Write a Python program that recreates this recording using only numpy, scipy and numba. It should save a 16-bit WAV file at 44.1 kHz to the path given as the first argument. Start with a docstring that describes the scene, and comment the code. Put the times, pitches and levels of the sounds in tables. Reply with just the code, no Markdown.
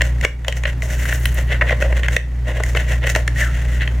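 """Taps and scrapes on thin plastic, close to the microphone: a mantis and a camel spider wrestle in a tub.
Legs and wings knock, catch and slip on the walls, which answer with a hollow thud, a short ring
and a dry tick. Jaws and wing edges snap, a wing crumples, and later one drags along the wall.
A mains hum fills the room; the hardest knocks make the recorder's limiter duck it."""
import sys
import numpy as np
from scipy import signal
from scipy.fft import rfft, irfft
from scipy.io import wavfile
from scipy.ndimage import uniform_filter1d
from numba import njit

SR = 44100
rng = np.random.default_rng(int(sys.argv[2]) if len(sys.argv) > 2 else 0)


def master(y):
    """Save y as 16-bit WAV."""
    cut = np.clip(np.atleast_2d(y).T, -1, 1)
    pcm = np.round(cut * 32767)  # scale
    wavfile.write(sys.argv[1], SR, pcm.astype(np.int16))


N = 176400
TOP = 4  # the tub's registers, from 0: wall ring, hard clack, hollow thud, scratch or tick, top
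TAP_SPAN_S, SKID_S = 0.0068, 0.0017  # time over which a tap's level is taken; a claw's basic skid


def undb(db):
    """Decibels to gain."""
    return 10 ** (np.asarray(db) / 20)


def unit(x):
    """Scale to rms 1."""
    return x / np.sqrt(np.mean(x ** 2) + 1e-18)


def wander(rate_hz):
    """Smooth random drift with rms 1."""
    k = max(int(SR / rate_hz), 2)
    steps = np.repeat(rng.standard_normal(N // k + 1), k)
    return unit(uniform_filter1d(uniform_filter1d(steps, k), k)[:N])


def colour(points, hz):
    """Level in dB of a spectrum at the given frequencies."""
    f, db = np.array(points, float).T
    return np.interp(np.log(hz + 1), np.log(f), db)


def hum():
    """Room tone: wavering mains and motor lines over a low rumble of air."""
    # hum lines: f/Hz, rms level/dB, waver/dB
    lines = [(59.7, -16.8, 1), (119.4, -27.5, 1.2), (150, -38, 1.6), (244, -49, 1.6)]
    # spectrum of the room's air: f/Hz, relative level/dB
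    air = [(22, -9), (40, 6.5), (80, 0), (140, -1.5), (200, -8.5), (2000, -30), (16000, -50.5)]
    t = np.arange(N) / SR
    tones = 0
    for f, db, waver in lines:
        amplitude = np.sqrt(2) * undb(db + waver * wander(12))
        phase = 2 * np.pi * (f * t + rng.random()) + waver * 0.053 * wander(4.12)
        tones = tones + amplitude * np.sin(phase)
    hz = np.arange(N // 2 + 1) * SR / N
    mid, side = (unit(irfft(rfft(rng.standard_normal(N)) * undb(colour(air, hz)), N)) for _ in range(2))
    side = irfft(rfft(side) * np.clip(hz / 1500, .09, .6), N)  # the lows are nearly mono
    return tones + undb(-30) * (mid + side * np.array([[1], [-1]]))


def room(x, t60_s=0.24, delay_s=0.005, tail_db=-11.5):
    """The close sound plus a short diffuse tail from the tub's walls and the room."""
    t = np.arange(SR // 2) / SR
    tail = rng.standard_normal((2, len(t))) * np.exp(-np.log(1000) * t / t60_s) * (t > delay_s)
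    tail = tail + tail.mean(axis=0)
    tail = tail / np.sqrt(np.sum(tail ** 2, axis=1, keepdims=True))
    return x + undb(tail_db) * signal.fftconvolve(x, tail, axes=1)[:, :N]


def tub(register, ripple_db=0, ripple_hz=160, size=2048):
    """Impulse response of one register of the tub, rippled by the modes of the struck spot."""
    # the plastic's answer to a sharp contact: f/Hz, level/dB
    response = [(250, -17), (400, -11), (510, -1), (605, 2), (820, -14), (1020, -13), (1240, -19),
                (1470, -8), (1680, -6), (1920, 1.5), (2400, -13), (2730, -7), (3700, -18), (5050, -31.5),
                (5450, -25), (6600, -22), (8800, -30), (15500, -30.5)]
    # band of each register: lower f/Hz, upper f/Hz
    bands = [(1150, 2400), (2400, 4700), (220, 1150), (4700, 9000), (9000, 16000)]
    hz = np.arange(size // 2 + 1) * SR / size + 1
    lo, hi = bands[register]
    skirts = -10 * np.log10((1 + (lo / hz) ** 14) * (1 + (hz / hi) ** 14))
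    db = colour(response, hz) + np.maximum(skirts, -70)
    db = db + ripple_db * np.interp(hz / ripple_hz, np.arange(size), rng.standard_normal(size))
    cepstrum = irfft(np.log(undb(db)))
    cepstrum[1:size // 2] *= 2  # minimum phase: the ring follows the contact
    cepstrum[size // 2 + 1:] = 0
    return irfft(np.exp(rfft(cepstrum)))


def stereo(mid, side, register):
    """Left and right at the microphone, each register with its own width."""
    # side against mid, one per register: level/dB
    side_db = [-12, -8.5, -22, -6.5, -10]
    return mid + undb(side_db[register]) * side * np.array([[1], [-1]])


def swell(t, peak_s, fade_s, rise_share=0.6):
    """Gain of a stroke that builds to a rounded peak, then falls 10 dB in fade_s."""
    away = np.maximum(t - peak_s, (peak_s - t) / rise_share) / fade_s
    return undb(-10 * np.minimum(away, 20) ** 1.7)


def catches(per_s=1200, jerk_hz=90, jerk_db=5):
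    """Stick and slip of one limb: uneven clicks that come in jerks."""
    sizes = undb(np.minimum(rng.exponential(size=N), 4))
    return (rng.random(N) < per_s / SR) * sizes * undb(jerk_db * wander(jerk_hz))


def rubbed(limbs, register):
    """The catches of the limbs ring one register of the tub, at an even strength."""
    mid, side = (sum(signal.oaconvolve(limb * rng.choice([-1, 1], N), tub(register))[:N]
                     for limb in limbs) for _ in range(2))
    power = np.abs(uniform_filter1d(mid ** 2, int(0.036 * SR)))
    return stereo(mid, side, register) / np.sqrt(power + 1e-12)


def add_burst(out, start_s, db, burst, register, ripple_db=0):
    """Colour a short mid and side burst with one register and add it to out."""
    ring = signal.fftconvolve(burst, tub(register, ripple_db)[None], axes=1)
    ring = ring / np.sqrt(np.sum(ring ** 2, axis=1, keepdims=True) / (TAP_SPAN_S * SR))
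    start = int(start_s * SR)
    out[:, start:start + ring.shape[1]] += undb(db) * stereo(*ring, register)


def wing_rustle():
    """A dry wing is crumpled: a fluttering crackle in the top register."""
    return undb(-43) * swell(np.arange(N) / SR, peak_s=1.09, fade_s=0.3) * rubbed([catches()], TOP)


def wing_drag(width_hz=200):
    """A wing edge judders along the wall and keeps one sliding resonance ringing."""
    # the ring along the wing's path: t/s, f/Hz, level/dB
    path = [(3.36, 1930, -34), (3.41, 2050, -23), (3.445, 1560, -27), (3.48, 1440, -27), (3.52, 1460, -47)]
    t = np.arange(N) / SR
    s, hz, db = np.array(path).T
    carrier = np.exp(2j * np.pi * np.cumsum(np.interp(t, s, hz)) / SR)
    judder = signal.lfilter(*signal.butter(2, width_hz / 2, fs=SR), catches() / carrier)
    return unit((carrier * judder).real) * np.interp(t, s, undb(db), left=0, right=0)


def snaps(size=1024):
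    """Chitin cracks: short bright bursts in the top register alone."""
    # jaws and wing edges snapping clear of the tub: t/s, level/dB
    cracks = [(1.136, -33), (1.256, -26), (1.344, -33)]
    out = np.zeros((2, N + SR))
    fade = np.exp(-np.arange(size) / SR / (2 * SKID_S))
    for s, db in cracks:
        add_burst(out, s, db, fade * rng.standard_normal((2, size)), TOP)
    return out[:, :N]


def scrabbling(limb_count=3):
    """Limbs take turns to catch and slip on the plastic, in swelling strokes over constant fidgeting."""
    # strokes: peak t/s, time to fade 10 dB/s, wall ring level/dB, thud level/dB, scratch level/dB
    strokes = [(0.055, 0.045, -33, -35, -41), (0.24, 0.022, -22, -29, -37), (0.487, 0.025, -30, -24, -40),
               (0.57, 0.02, -31, -34, -35), (0.68, 0.04, -26, -35, -41), (0.842, 0.04, -36, -34, -38),
               (0.917, 0.05, -29, -33, -35), (1.01, 0.05, -29, -42, -36), (1.09, 0.05, -25, -35, -35),
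               (1.15, 0.03, -30, -38, -34), (1.26, 0.1, -37, -48, -42), (1.378, 0.045, -28, -31, -38),
               (1.518, 0.04, -20, -28, -41), (1.648, 0.03, -37, -29, -52), (1.688, 0.03, -23, -33, -44),
               (1.718, 0.022, -23, -23, -46), (1.818, 0.03, -27, -26, -39), (1.856, 0.025, -31, -24, -46),
               (1.912, 0.03, -36, -29, -51), (1.973, 0.028, -27, -31, -41), (2.048, 0.02, -24, -36, -45),
               (2.135, 0.05, -31, -37, -39), (2.49, 0.04, -26, -25, -42), (2.57, 0.05, -29, -29, -45),
               (2.677, 0.06, -34, -38, -39), (2.768, 0.02, -24, -26, -38), (2.803, 0.04, -26, -34, -40),
               (2.905, 0.055, -25, -30, -37), (3.04, 0.025, -23, -26, -46), (3.075, 0.025, -21, -29, -34),
               (3.102, 0.02, -24, -33, -29), (3.178, 0.04, -31, -30, -41), (3.405, 0.06, -24, -34, -33),
               (3.56, 0.12, -34, -44, -46), (3.73, 0.1, -35, -45, -46), (3.818, 0.025, -21, -40, -45)]
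    # legs that never rest, one per register: level/dB
    fidget_db = [-44, -55, -51, -57, -64]
    t = np.arange(N) / SR
    coarse_t = t[::40]
    limbs = [catches() * undb(5.5 * wander(18)) for _ in range(limb_count)]
    fidget = np.interp(coarse_t, t, undb(2 * wander(11)))
    out = 0
    for register, floor_db in enumerate(fidget_db):
        power = (undb(floor_db) * fidget) ** 2
        for peak_s, fade_s, wall, thud, scratch in strokes:
            clack, top = wall - 7, scratch - 7.5
            db = [wall, clack, thud, scratch, top][register]
            power = power + (swell(coarse_t, peak_s, fade_s) * undb(db)) ** 2
        out = out + np.interp(t, coarse_t, np.sqrt(power)) * rubbed(limbs, register)
    return out


def taps(rise_share=0.9, doubling_db=26, size=1024):
    """Each knock bites and skids, ringing every register; the duller the blow, the longer the contact."""
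    # claws, bodies and wings hit the tub: t/s, then level/dB of wall ring, clack, thud, tick
    knocks = [(0.008, -16, -23, -27, -42), (0.018, -15, -16, -23, -26), (0.212, -26, -30, -42, -36),
              (0.249, -2, -6, -5, -15), (0.447, -24, -32, -38, -40), (0.482, -25, -12, -19, -22),
              (0.525, -21, -23, -40, -33), (0.636, -23, -25, -32, -34), (0.653, -14, -20, -21, -45),
              (0.822, -21, -35, -42, -36), (1.055, -22, -37, -46, -36), (1.125, -18, -29, -30, -41),
              (1.256, -18, -19, -38, -32), (1.611, -12, -24, -22, -46), (1.619, -12, -30, -22, -45),
              (1.694, -18, -31, -31, -46), (1.706, -21, -31, -21, -40), (1.725, -22, -40, -22, -50),
              (1.822, -17, -27, -19, -36), (1.924, -24, -40, -27, -48), (2.033, -22, -28, -36, -42),
              (2.084, -16, -27, -30, -33), (2.165, -4.5, -9, -13, -20), (2.6, -30, -42, -20, -47),
              (2.636, -18, -27, -30, -28), (2.749, -22, -30, -21, -39), (2.771, -21, -19, -22, -35),
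              (3.151, -15, -22, -26, -28), (3.16, -17, -28, -16, -25), (3.278, -17, -26, -34, -30),
              (3.876, -24, -25, -39, -44)]
    out = np.zeros((2, N + SR))
    t = np.arange(size) / SR
    for s, wall, clack, thud, tick in knocks:
        skid_s = SKID_S * 2 ** ((thud - tick) / doubling_db)
        age = t / skid_s
        push = (1 - np.exp(-(age / rise_share) ** 2)) * np.exp(-age) * rng.standard_normal((2, size))
        for register, db in enumerate([wall, clack, thud, tick, tick - 10]):
            add_burst(out, s - rise_share * SKID_S, db, push, register, ripple_db=2.5)
    return out[:, :N]


def scene():
    """The struggle, close up and slightly left of the microphone, over the room's hum."""
    struggle = taps() + snaps() + scrabbling() + wing_rustle() + wing_drag()
    return room(struggle) * undb([[0.5], [-0.5]]) + hum()


@njit
def hold(over, keep):
    """Follow each rise at once and let go slowly."""
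    out, held = np.empty(len(over)), 0.
    for i in range(len(over)):
        held = max(over[i], held * keep)
        out[i] = held
    return out


def record(dry):
    """The recorder's limiter ducks at the hardest knocks; peaks are rounded, the top cut at 16 kHz."""
    threshold_db, release_s, window_s = -9, 0.3, 0.0046
    window = int(window_s * SR)
    power = np.abs(uniform_filter1d(np.mean(dry ** 2, axis=0), window))
    over_db = np.maximum(10 * np.log10(power + 1e-12) - threshold_db, 0)
    duck_db = uniform_filter1d(hold(over_db, np.exp(-1 / (release_s * SR))), window // 2)
    limited = dry * undb(-duck_db)
    rounded = limited / (1 + (limited / .9) ** 8) ** (1 / 8)
    return signal.sosfilt(signal.ellip(8, .2, 70, 16000, fs=SR, output="sos"), rounded)


dry = scene()
out = record(dry)
master(out)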